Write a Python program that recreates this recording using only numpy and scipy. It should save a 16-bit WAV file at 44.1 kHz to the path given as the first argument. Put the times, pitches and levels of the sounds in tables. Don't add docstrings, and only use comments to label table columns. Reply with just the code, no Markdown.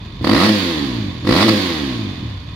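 import sys
import numpy as np
from scipy import signal
from scipy.fft import rfft, irfft
from scipy.io import wavfile
from scipy.ndimage import uniform_filter1d

SR = 44100
rng = np.random.default_rng(int(sys.argv[2]) if len(sys.argv) > 2 else 0)


def wav_record(signal):
    frames = np.transpose(np.atleast_2d(signal))
    bounded = np.clip(frames, -1, 1)
    quanta = np.round(bounded * 32767).astype(np.int16)
    wavfile.write(sys.argv[1], SR, quanta)


N = 112454
T = np.arange(N) / SR
IDLE_HZ, MID_SPEED_HZ = 28, 50

# (f/Hz, T60/s)
YARD_DECAY = [(100, 0.57), (1000, 0), (4000, 0.9), (12000, 1.6)]
# (f/Hz, level/dB)
YARD_SPECTRUM = [(100, -13.5), (300, -3.5), (12000, -6)]
# (f/Hz, level/dB)
RUMBLE_SPECTRUM = [(20, -14), (50, -0.5), (75, 2.5), (115, 0.5), (160, -4.5), (320, -14), (500, -31),
                   (4000, -78)]
# (f/Hz, bandwidth/Hz, level/dB)
CASE_MODES = [(1044, 116, -49.5), (2507, 57, -53.5), (3070, 59, -57), (3527, 45, -49.5)]
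# (multiple of the firing rate, level/dB relative to the clatter)
GEAR_ORDERS = [(10, -16), (12, -18), (16, -17), (22, -16.5), (48, -13)]
# (firing rate/Hz, level/dB)
CLATTER_BY_SPEED = [(26, -43.5), (56, -33.5), (75, -27), (92, -23), (110, -23)]
VALVE_KNOCKS = [(.08, 1), (.31, 0.77), (.55, 0.53), (0.782, 0.63)]
# (f/Hz, level/dB)
CLATTER_SPECTRUM = [(60, -21.5), (300, -1.5), (600, -2.5), (850, -3.5), (1080, 4), (1350, -6.5), (1850, 0),
                    (2600, -4.5), (3550, 1), (4600, -2), (5500, -14.5), (6900, -16), (7600, -29),
                    (10500, -27.5), (16000, -35)]
# (f/Hz, level/dB)
SIZZLE_SPECTRUM = [(2000, -39), (5500, 1), (10000, 1), (16000, -4)]
# (t/s, firing rate/Hz)
FIRING_RATE = [(0, 27.5), (.2, 25.1), (.25, 35.5), (.33, 57.2), (.41, 90.6), (.47, 110.9), (.53, 105.1),
               (.65, 89.3), (.8, 72.7), (1, 54.1), (1.15, 40.7), (1.24, 40.8), (1.29, 53), (1.37, 88),
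               (1.44, 113), (1.51, 109), (1.64, 91.4), (1.8, 73.3), (2.05, 50.2), (2.2, 40.9), (2.36, 30.8),
               (2.55, 25)]
# (opening t/s, rise time/s, shutting t/s, bark level/dB)
THROTTLE_BLIPS = [(0.197, 0.057, 0.46, 0.5), (1.226, 0.054, 1.428, 1)]
# (t/s, level/dB)
THROB_ENVELOPE = [(0, -28.5), (.18, -37.5), (.21, -18), (.25, -13), (.44, -12.5), (.5, -13.5), (.58, -21.5),
                  (1.05, -25.5), (1.13, -26), (1.22, -29.5), (1.25, -17), (1.28, -11.5), (1.42, -12.5),
                  (1.5, -13.5), (1.59, -21.5), (1.77, -23.5), (2.05, -26), (2.2, -28.5), (2.235, -24),
                  (2.36, -30), (2.55, -49)]
# (f/Hz, level/dB)
AIRBOX_RESPONSE = [(25, -53.5), (60, -7), (115, 1.5), (160, -8), (215, 2), (280, -0.5), (340, -7.5),
                   (450, -22.5), (900, -47.5)]
# (f/Hz, delay/s)
PIPE_GROUP_DELAY = [(150, 0.00055), (270, 0.0031), (750, 0.00029), (1250, 0.00299), (2000, .0053)]
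# (multiple of the firing rate, level/dB)
PUFF_HARMONICS = [(1, -5), (2, 0.5), (3, -0.5), (4, 3.5), (6, -3.5), (12, -19.5), (20, -30)]
# (f/Hz, level/dB)
FLUTTER_SPECTRUM = [(40, -36.5), (220, 2), (320, 2), (430, -11.5), (700, -19), (4000, -71)]
# (f/Hz, level/dB)
PIPE_COASTING = [(25, -53), (48, -10), (75, 1), (110, -0.5), (155, -8), (210, -2.5), (260, -2.5),
                 (315, -0.5), (390, -11.5), (450, -18.5), (520, -5), (640, -19.5), (1100, -17), (2000, -47),
                 (5000, -80)]
# (f/Hz, level/dB)
PIPE_LOADED = [(25, -42), (55, -8), (105, -4.5), (150, -11), (220, 0.5), (315, 1), (410, -13), (510, -5),
               (620, -12), (800, -18.5), (1200, -24), (2500, -46.5), (6000, -77)]
# (f/Hz, bandwidth/Hz, level/dB)
PIPE_MODES = [(207, 27, -12.5), (320, 32, -16.5), (498, 30, -20.5), (648, 17, -11.5)]
# (t/s, relative level/dB)
EXHAUST_POPS = [(0.4909, -2), (1.4811, -0.5), (1.4904, 0.5)]
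# (f/Hz, level/dB)
RASP_SPECTRUM = [(100, -15), (400, -0.5), (750, -1), (1150, 4), (1500, -2), (1950, 1), (3000, -4.5),
                 (4600, 2.5), (5400, -9), (6300, -18), (7800, -22.5), (10500, -20), (16000, -30)]
# (f/Hz, level/dB)
BARK_SPECTRUM = [(150, -40), (450, -10), (680, 6), (820, -2.5), (1100, 0.5), (1300, -3), (1550, -19),
                 (1950, -2.5), (2200, -15.5), (3200, -20.5), (4500, -14.5), (6000, -34.5), (15000, -45)]
# (f/Hz, level/dB)
STEREO_WIDTH = [(100, -8.5), (550, -3), (2000, 1)]
# (f/Hz, level/dB)
STEREO_TILT = [(200, -0.5), (1290, -1.5), (2380, -2), (4400, -12.5), (6000, 4.5), (8100, 11), (11000, -3.5),
               (15000, 5)]
# (f/Hz, level/dB)
BASS_ROLLOFF = [(8, -52), (25, -15), (45, 0)]


def amp(db):
    return 10 ** (np.asarray(db) / 20)


def unit(x):
    return x / np.sqrt(np.mean(x ** 2) + 1e-20)


def curve(points, at):
    return np.interp(at, *np.transpose(points))


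def spectrum(points, hz):
    f, value = np.transpose(points)
    return np.interp(np.log(hz + 1), np.log(f), value)


def convolve(x, response):
    x, response = (np.atleast_2d(a).astype(np.float32) for a in (x, response))
    return signal.oaconvolve(x, response, axes=1)[:, :N]


def colour(x, points, size=8192):
    log_gain = np.log(amp(spectrum(points, abs(np.fft.fftfreq(size, 1 / SR)))))
    response = np.fft.ifft(np.exp(np.conj(signal.hilbert(log_gain)))).real[:size // 2]
    return convolve(x, response / np.linalg.norm(response))


def ring(hz, width_hz, size=8000):
    tone = np.exp(-np.pi * width_hz * T[:size]) * np.sin(2 * np.pi * hz * T[:size])
    return tone / np.linalg.norm(tone)


def impulses(cycles, place):
    phase = cycles - place
    at = np.flatnonzero(np.diff(np.floor(phase)) > 0)
    early = (phase[at + 1] % 1) / (phase[at + 1] - phase[at])
    out = np.zeros(N)
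    out[at], out[at + 1] = early, 1 - early
    return out


def per_cycle(cycles, count=400):
    return rng.standard_normal(count)[np.floor(cycles + .1).astype(int) % count]


def yard_echo(x, gap_s=.006):
    reflections = rng.standard_normal((2, SR // 2)) * (T[:SR // 2] > gap_s)
    hz, t, bands = signal.stft(reflections, SR, nperseg=256)
    decay_rate = np.log(1000) / spectrum(YARD_DECAY, hz)[:, None]
    fade = np.exp(-decay_rate * t) * np.sqrt(2 * decay_rate / SR)
    gain = amp(spectrum(YARD_SPECTRUM, hz))[:, None]
    return convolve(x, signal.istft(bands * fade * gain, SR)[1])


def add_wall_reflection(x, delays_s=(.0036, .0039), gain=.9):
    reflected = np.array([np.interp(T - s, T, side, left=0) for side, s in zip(x, delays_s)])
    return (x + gain * reflected) / np.hypot(1, gain)


def rumble(speed):
    return amp(-32.5) * colour(rng.standard_normal(N), RUMBLE_SPECTRUM) * (IDLE_HZ / speed) ** 1.27


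def case_ringing(speed, shared=.8):
    drive = rng.standard_normal((2, N)) + shared * rng.standard_normal(N)
    modes = sum(amp(db) * unit(convolve(drive, ring(hz, width))) for hz, width, db in CASE_MODES)
    return modes * (speed / IDLE_HZ) ** .77


def gear_whine(speed, cycles, waver_depth=.5, count=90):
    knots, out = np.linspace(0, T[-1], count), np.zeros((2, N))
    for order, db in GEAR_ORDERS:
        for side in out:
            waver = np.interp(T, knots, 1 + waver_depth * rng.standard_normal(count))
            side += amp(db) * waver * np.cos(2 * np.pi * (order * cycles + rng.random()))
    return out * amp(curve(CLATTER_BY_SPEED, speed))


def gear_mesh(speed, cycles, shared, harmonics=180, size=4096):
    teeth = rng.standard_normal((2, size)) + shared * rng.standard_normal(size)
    teeth = unit(irfft(rfft(teeth)[:, :harmonics], size))
    rolled = np.array([np.interp(cycles % 1, np.arange(size) / size, side) for side in teeth])
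    return rolled * np.sqrt(2 * harmonics * speed / SR)


def grit(shared, grains_per_s=2800, spread_db=2.5):
    sizes = amp(spread_db * np.minimum(rng.exponential(1, N), 4))
    grains = sizes * (rng.random(N) < grains_per_s / SR)
    return unit(grains * (rng.standard_normal((2, N)) + shared * rng.standard_normal(N)))


def valve_knocks(speed, cycles, shared, decay_s=.008, scatter=.47, size=1500):
    knocks = 0
    for place, strength in VALVE_KNOCKS:
        noise = rng.standard_normal((2, size)) + shared * rng.standard_normal(size)
        blows = impulses(cycles, place) * strength * (1 + scatter * per_cycle(cycles - place))
        knocks = knocks + convolve(blows, noise * np.exp(-T[:size] / decay_s))
    return unit(knocks / np.sqrt(speed))


def clatter(speed, cycles, shared=.58):
    knocks, grains = valve_knocks(speed, cycles, shared), grit(shared)
    rolling = np.minimum(.69 * np.sqrt(speed / MID_SPEED_HZ), .75)
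    rush = rolling * gear_mesh(speed, cycles, shared) + np.sqrt(1 - rolling ** 2) * grains
    knocking = np.minimum(.45 * IDLE_HZ / speed, 1)
    drive = knocking * knocks + np.sqrt(1 - knocking ** 2) * rush
    drive *= amp(curve(CLATTER_BY_SPEED, speed))
    sizzle = colour(drive[::-1] * (speed / speed.max()) ** 2, SIZZLE_SPECTRUM)
    return colour(drive, CLATTER_SPECTRUM) + amp(-16.5) * sizzle


def throttle(shut_s=.04):
    opening = load = 0
    for opens, rise, shuts, db in THROTTLE_BLIPS:
        blip = np.clip((T - opens) / rise, 0, 1) * np.exp(-np.maximum(T - shuts, 0) / shut_s)
        opening = opening + blip
        load = load + blip ** 2 * amp(db)
    return np.minimum(opening, 1), load


def disperse(x, size=4096):
    delay = spectrum(PIPE_GROUP_DELAY, np.fft.rfftfreq(size, 1 / SR))
    return convolve(x, irfft(np.exp(-2j * np.pi * np.cumsum(delay) * SR / size))[:size // 2])


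def airbox(speed, firing, coasting_kick, loaded_kick):
    suction = impulses(firing, .13) * coasting_kick * (IDLE_HZ / speed) ** .98
    boom = convolve(suction, ring(hz=114, width_hz=14))
    gulp = colour(impulses(firing, .511) * loaded_kick, AIRBOX_RESPONSE)
    return amp(-5.5) * gulp - amp(-3) * boom


def coasting_puffs(firing, flow, lag_cycles=.0072):
    phase = np.linspace(0, 1, 512)
    shape = sum(amp(spectrum(PUFF_HARMONICS, k - 1)) * np.cos(2 * np.pi * k * phase)
                for k in range(1, 17))
    puffs = np.interp((firing - lag_cycles) % 1, phase, shape)
    power = uniform_filter1d(colour(puffs, PIPE_COASTING)[0] ** 2, size=6000)
    return colour(flow * puffs / np.sqrt(abs(power) + 1e-12), PIPE_COASTING)


def loaded_pulses(firing, kick):
    pulses = impulses(firing, 0) * kick
    modes = sum(amp(db) * ring(hz, width) for hz, width, db in PIPE_MODES)
    return colour(pulses, PIPE_LOADED) + convolve(pulses, modes)


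def throb(speed, firing, opening, flutter_gain=.39):
    spread_db = .35 + (IDLE_HZ / speed) ** 2
    uneven_db = spread_db * uniform_filter1d(per_cycle(firing), size=200)
    strength = amp(curve(THROB_ENVELOPE, T) + uneven_db)
    flow = strength * np.minimum(speed / MID_SPEED_HZ, 1) ** 1.53
    flutter = flutter_gain * colour(flow * rng.standard_normal(N), FLUTTER_SPECTRUM)
    kick = np.sqrt(SR / speed) * strength
    loaded_kick = amp(-4) * kick * opening
    exhaust = coasting_puffs(firing, flow * (1 - opening)) + loaded_pulses(firing, loaded_kick)
    return disperse(exhaust) + flutter + airbox(speed, firing, kick * (1 - opening), loaded_kick)


def rasp(speed, firing, strength, decay_cycles=.195, pop_decay_s=.0044):
    bursts = unit(.23 + np.exp(-(firing % 1) / decay_cycles))
    gas = amp(-17.5) * bursts * strength * (speed / speed.max()) ** .8
    for at, db in EXHAUST_POPS:
        gas += amp(db - 10) * (T >= at) * np.exp(-np.maximum(T - at, 0) / pop_decay_s)
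    return colour(uniform_filter1d(gas, size=60) * rng.standard_normal((2, N)), RASP_SPECTRUM)


def bark(speed, firing, load, spread_db=1.05):
    strength = load / amp(spread_db * per_cycle(firing))
    kick = np.sqrt(SR / speed) * strength * (speed / MID_SPEED_HZ) ** .23
    cracks = impulses(firing, 0) * kick
    for at, db in EXHAUST_POPS:
        cracks[round(at * SR)] += amp(db) * np.sqrt(SR / speed.max())
    hiss = add_wall_reflection(rasp(speed, firing, strength))
    return amp(-20) * disperse(colour(cracks, BARK_SPECTRUM)) + hiss


def scene():
    speed = curve(FIRING_RATE, T)
    cycles = .48 + np.cumsum(speed) / SR
    opening, load = throttle()
    jitter_cycles = .041 * (speed / speed.max()) ** 3
    firing = cycles + jitter_cycles * uniform_filter1d(per_cycle(cycles + .5), size=200)
    bike = rumble(speed) + throb(speed, firing, opening) + bark(speed, firing, load)
    bike += clatter(speed, cycles) + gear_whine(speed, cycles) + case_ringing(speed)
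    return bike + yard_echo(bike)


def record(dry, cutoff_hz=16000):
    hz, both = np.fft.rfftfreq(N, 1 / SR), rfft(dry)
    mid = both.mean(0)
    both = mid + (both - mid) * amp(spectrum(STEREO_WIDTH, hz))
    tilt_db = spectrum(STEREO_TILT, hz)
    balance = amp(np.array([tilt_db, -tilt_db]) / 2)
    balance /= np.sqrt((balance ** 2).mean(0))
    clipped = np.clip(irfft(both * amp(spectrum(BASS_ROLLOFF, hz)) * balance, N), -1, 1)
    low_pass = signal.firwin(511, cutoff_hz, window=("kaiser", 9), fs=SR)
    return signal.oaconvolve(clipped, low_pass[None], "same")


dry = scene()
out = record(dry)
wav_record(out)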